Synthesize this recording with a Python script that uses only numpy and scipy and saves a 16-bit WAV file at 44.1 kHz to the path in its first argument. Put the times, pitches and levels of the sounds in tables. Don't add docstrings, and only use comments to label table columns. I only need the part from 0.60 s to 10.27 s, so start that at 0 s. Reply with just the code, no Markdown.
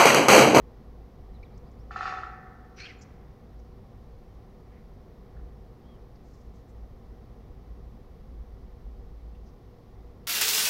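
import sys
import numpy as np
from scipy import signal
from scipy.fft import rfft, irfft, next_fast_len
from scipy.io import wavfile
from scipy.ndimage import map_coordinates

SR = 44100
rng = np.random.default_rng(int(sys.argv[2]) if len(sys.argv) > 2 else 0)


def unload_audio(sound):
    columns = np.transpose(np.atleast_2d(sound))
    steps = np.round(np.clip(columns, -1, 1) * 32767)
    wavfile.write(sys.argv[1], SR, steps.astype(np.int16))


N = 426447

# start_s, level_db
BEAK_BLOWS = [(1.3084, -31), (1.3598, -24.5), (1.4077, -23.5), (1.4551, -22.5)]


def woodpecker(attack_s=0.00081, contact_s=0.0045, splash_fade_s=0.11):
    # pitch_hz, relative_db, fade_s (time to fall by 60 dB)
    knock_tones = [(761, -11.5, 0.053), (1205, -7.5, 0.017), (1322, -0.5, 0.012), (1760, -12.5, 0.019)]
    # pitch_hz, relative_db
    splash_colour = [(1800, -30), (2600, 6), (4300, -2), (5600, -4.5), (7000, -16.5), (8500, -25),
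                     (9500, -42)]
    # delay_s, relative_db
    walls = [(.0694, -1), (.1658, -9.5), (.1780, -5.5), (.2135, -12.5), (.2445, -16), (.28, -16.5)]
    # pitch_hz, relative_db
    clatter_colour = [(200, -44), (350, -14.5), (600, -19), (661, -24), (729, -3.5), (976, -24),
                      (1100, -13.5), (1320, -10.5), (1610, -18), (1770, -12.5), (2180, -15), (2580, -13.5),
                      (3260, -29), (3590, -28), (4810, -25), (11000, -61), (14300, -94), (22000, -120)]
    # pitch_hz, width_hz, relative_db
    bright_peaks = [(2230, 23, -13), (2500, 21, -15), (2700, 20, -9), (3040, 65, -14), (3540, 49, -9.5),
                    (3680, 130, -24), (4130, 110, -11.5), (4630, 35, -12), (5100, 55, -16), (5330, 53, -27),
                    (5600, 44, -17), (6300, 87, -20.5), (6750, 75, -24), (6850, 44, -22), (7670, 84, -35),
                    (8200, 77, -34.5)]
    t = np.arange(2 * SR) / SR
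    age = np.maximum(t - contact_s, 0)
    knock = sum(amp(db - 60 * age / fade_s) * np.sin(2 * np.pi * hz * t) for hz, db, fade_s in knock_tones)
    knock *= amp(-1) * onset(t, attack_s)
    splash_level = amp(-23 - 60 * t / splash_fade_s) * onset(t, rise_s=0.011)
    echoes = [(s + delay_s, db + wall_db) for s, db in BEAK_BLOWS for delay_s, wall_db in walls]
    out = np.zeros(N)
    for start_s, db in BEAK_BLOWS + echoes:
        splash = splash_level * noise(colour(splash_colour), len(t))
        add(out, start_s, amp(db) * (knock + splash))
    for start_s, db in BEAK_BLOWS:
        clatter = amp(-22) * die_away(noise(colour(clatter_colour), len(t)), rise_s=0.0066)
        bright = amp(-28) * die_away(noise(resonances(bright_peaks), len(t)), rise_s=0.012)
        add(out, start_s, amp(db) * (clatter + bright))
    return out


def lamp_post(ring_gain_db=26, rise_s=0.0062, hum_db=-51, hum_fade_s=3.5):
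    # pitch_hz, relative_db
    ring_tones = [(748.3, -48), (818.3, -49), (909.8, -73.5), (1136, -46), (1179, -67), (1292, -41.5),
                  (1357, -46), (1534, -52), (1610, -73), (1653, -72), (1755, -57), (1776, -51.5),
                  (1798, -55.5), (1884, -63), (1922, -55.5), (1970, -63), (2030, -67), (2073, -70),
                  (2223, -74), (2283, -69), (2385, -71), (2433, -71), (2514, -56.5), (2665, -60),
                  (2789, -63), (2977, -72)]
    # pitch_hz, fade_s
    fade_times = [(750, 1.16), (1300, 1.07), (1800, 1.52), (2600, 0.75)]
    t = np.arange(N) / SR
    ages = [np.maximum(t - start_s, 0) for start_s, _ in BEAK_BLOWS]
    rises = [amp(db) * onset(age, rise_s) for (_, db), age in zip(BEAK_BLOWS, ages)]
    hum = amp(hum_db - 60 * ages[-1] / hum_fade_s) * onset(ages[-1], rise_s)
    out = np.zeros(N)
    for index, (hz, db) in enumerate(ring_tones):
        fade_s = value_at(fade_times, hz)
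        energy = sum((rise * amp(-60 * age / fade_s)) ** 2 for rise, age in zip(rises, ages))
        swing = amp(db + ring_gain_db) * np.sqrt(energy)
        if index == 0:
            swing += hum
        out += swing * np.sin(2 * np.pi * (hz * t + rng.random()))
    return out


def screech(hiss_db=-4, hiss_fade_db_per_s=40, flutter_db=2):
    # start_s, attack_s, hold_s, release_s, level_db
    rasp_shape = (2.158, 0.03, 0.1038, 0.08, -51.3)
    # pitch_hz, relative_db
    throat_colour = [(710, -40), (1200, -7), (1520, 2.5), (1840, -2), (2460, -2), (2680, 0), (3370, -8),
                     (3540, -9.5), (4400, -6), (5500, -33), (7150, -54), (12100, -120)]
    # pitch_hz, relative_db
    hiss_colour = [(2940, -22), (5000, 1), (5930, -3), (6230, -10), (7010, -14), (7370, -28), (8190, -19),
                   (10500, -39), (13600, -66), (22000, -120)]
    # start_s, length_s, start_hz, middle_hz, end_hz, level_db
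    notes = [(2.16, 0.071, 5800, 5850, 6060, -58), (2.18, 0.1, 2230, 2373, 2806, -45),
             (2.19, 0.097, 1506, 1543, 1810, -57), (2.196, 0.066, 4280, 4300, 4320, -46.5),
             (2.252, 0.022, 2800, 3310, 2960, -44.5), (2.27, 0.053, 2395, 2110, 1860, -46)]
    start_s, attack_s, hold_s, release_s, level_db = rasp_shape
    length_s = attack_s + hold_s + release_s
    age = np.clip(np.arange(N) / SR - start_s, 0, length_s)
    effort = np.clip(np.minimum(age / attack_s, (length_s - age) / release_s), 0, 1) ** 1.3
    hiss = amp(hiss_db - hiss_fade_db_per_s * age) * noise(colour(hiss_colour))
    rasp = amp(level_db) * effort * (noise(colour(throat_colour)) + hiss)
    flutter = unit(amp(flutter_db * wobble(260)))
    return flutter * (rasp + whistles(notes, waver_hz=160))


def chirps():
    # start_s, length_s, start_hz, middle_hz, end_hz, level_db
    notes = [(0.739, 0.036, 3820, 4030, 3300, -67.5), (0.829, 0.012, 2240, 2280, 2320, -50.5),
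             (.842, 0.027, 4200, 3600, 3150, -68), (.93, .04, 3920, 4600, 5200, -73.5),
             (1.053, .04, 3960, 4800, 5300, -74.5), (1.184, 0.047, 4670, 5400, 5900, -72),
             (2.385, .02, 7000, 7050, 6950, -67.5), (5.233, 0.14, 3000, 3300, 2850, -71)]
    return whistles(notes, waver_hz=75)


def ticks():
    # start_s, length_s, pitch_hz, level_db
    calls = [(0.828, 0.0088, 4600, -66), (0.975, .011, 6100, -66.5), (1.113, .012, 6300, -75),
             (2.409, 0.038, 5850, -58.5), (2.987, .025, 5500, -73), (5.552, .02, 4860, -71),
             (8.747, .02, 2900, -70.5), (8.854, .06, 5160, -72)]
    return puffs(calls, width_octaves=0.24)


def rustles(flicker_db=3):
    # start_s, length_s, pitch_hz, level_db
    bursts = [(4.11, 0.13, 1880, -68), (4.743, .12, 1340, -67), (5.62, .3, 5500, -75.5),
              (5.93, .1, 5500, -76), (6.07, .06, 6600, -80)]
    flicker = unit(amp(flicker_db * wobble(70)))
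    return flicker * puffs(bursts, width_octaves=0.36)


def city(rumble_db=-49.5, road_db=-51, road_fade_db_per_s=0.15, drone_db=-62, hiss_db=-74):
    # peak_s, rise_s, fall_s, gain_db
    swells = [(.69, .18, 0.11, 7), (4.9, .15, 0.1, 4), (5.45, 0.2, 0.1, 4.5), (8.45, 1.43, 0.37, 8)]
    # pitch_hz, relative_db
    rumble_colour = [(8, -26.5), (15, -8.5), (25, -9.5), (42, -5), (51, -2.5), (56, 5), (62, -5), (72, -12),
                     (110, -39), (200, -94)]
    # pitch_hz, relative_db
    road_colour = [(41, -46), (70, -9), (81, -8.5), (109, -7), (202, -12.5), (228, -11), (253, -15),
                   (269, -15.5), (327, -20), (370, -15), (436, -19), (485, -14), (548, -23.5), (677, -24),
                   (741, -21), (916, -29.5), (1080, -27.5), (1600, -39.5), (1920, -36.5), (2370, -47),
                   (2600, -47.5), (3380, -85), (5720, -120)]
    # pitch_hz, width_hz, relative_db
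    drone_peaks = [(95.8, 2.9, 0.5), (385.7, 3.8, -9.5), (488.5, 5.6, -11.5)]
    # pitch_hz, relative_db
    hiss_colour = [(1180, -36), (2000, -4), (2260, 0), (2440, -4.5), (3050, -2.5), (3330, -2.5), (4620, -4),
                   (5680, -5.5), (7540, -16), (9440, -16.5), (13000, -12), (15700, -14.5)]
    t = np.arange(N) / SR
    swell_db = np.zeros(N)
    for peak_s, rise_s, fall_s, gain_db in swells:
        width_s = np.where(t < peak_s, rise_s, fall_s)
        swell_db += gain_db * np.exp(-(np.abs(t - peak_s) / width_s) ** 1.2)
    rumble = amp(rumble_db + swell_db + 1.23 * wobble(6)) * noise(colour(rumble_colour))
    road = amp(road_db - road_fade_db_per_s * t + 0.45 * wobble(2.98)) * noise(colour(road_colour))
    drones = amp(drone_db) * noise(resonances(drone_peaks))
    hiss = amp(hiss_db) * noise(colour(hiss_colour))
    return rumble + road + drones + hiss


def yard(sound, echo_db):
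    tail = die_away(rng.standard_normal(SR), rise_s=0.02)
    echo = signal.fftconvolve(sound, tail / np.linalg.norm(tail))[:N]
    return sound + amp(echo_db) * echo


def die_away(sound, rise_s):
    # pitch_hz, fade_s
    fade_times = [(500, 1.6), (1300, 2.36), (1900, 1.5), (2400, 0.84), (3000, 0.68), (6000, 0.69),
                  (10000, 0.69)]
    hz, t, bands = signal.stft(sound, SR, nperseg=512)
    fade = amp(-60 * t / value_at(fade_times, hz)[:, None])
    faded = signal.istft(bands * fade, SR, nperseg=512)[1][:len(sound)]
    return faded * onset(np.arange(len(sound)) / SR, rise_s)


def whistles(notes, waver_hz):
    out = np.zeros(N)
    for start_s, length_s, *pitches_hz, db in notes:
        progress = np.linspace(0, 1, int(length_s * SR))
        glide_hz = np.polyval(np.polyfit([0, 0.5, 1], pitches_hz, 2), progress)
        pitch_hz = glide_hz + waver_hz * wobble(865, len(progress))
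        level = amp(db) * np.sqrt(np.abs(np.sin(np.pi * progress)))
        add(out, start_s, level * np.sin(2 * np.pi * np.cumsum(pitch_hz) / SR))
    return out


def puffs(rows, width_octaves):
    out = np.zeros(N)
    for start_s, length_s, pitch_hz, db in rows:
        progress = np.linspace(0, 1, int(length_s * SR))
        band = lambda hz: np.exp(-0.5 * (np.log2((hz + 1) / pitch_hz) / width_octaves) ** 2)
        level = amp(db) * np.sin(np.pi * progress ** 0.62)
        add(out, start_s, level * noise(band, len(progress)))
    return out


def amp(db):
    return 10 ** (np.asarray(db) / 20)


def unit(x):
    return x / np.sqrt(np.mean(x ** 2) + 1e-20)


def onset(age, rise_s):
    return 1 - np.exp(-age / rise_s)


def value_at(points, hz):
    pitches, values = np.transpose(points)
    return np.interp(np.log(hz + 1), np.log(pitches + 1), values)


def wobble(per_s, size=N):
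    values = rng.standard_normal(int(size * per_s / SR) + 4)
    return map_coordinates(values, [np.arange(size) * per_s / SR])


def filtered(sound, response):
    size = next_fast_len(len(sound) + SR // 2)
    gains = response(np.fft.rfftfreq(size, 1 / SR))
    return irfft(rfft(sound, size) * gains, size)[:len(sound)]


def colour(points):
    return lambda hz: amp(value_at(points, hz))


def resonances(peaks):
    return lambda hz: np.sqrt(sum(amp(db) ** 2 / (1 + ((hz - pitch_hz) / width_hz) ** 2) ** 2
                                  for pitch_hz, width_hz, db in peaks))


def noise(response, size=N):
    return unit(filtered(rng.standard_normal(size), response))


def add(track, start_s, sound):
    part = track[max(round(start_s * SR), 0):][:len(sound)]
    part += sound[:len(part)]


def scene():
    main = city() + woodpecker() + lamp_post() + yard(screech(), echo_db=-13.5)
    small_sounds = chirps() + rustles() + ticks()
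    return (main + yard(small_sounds, echo_db=-14.5))[None]


def record(dry, top_hz=15800):
    return np.array([filtered(channel, lambda hz: hz < top_hz) for channel in dry])


dry = scene()
out = record(dry)
unload_audio(out)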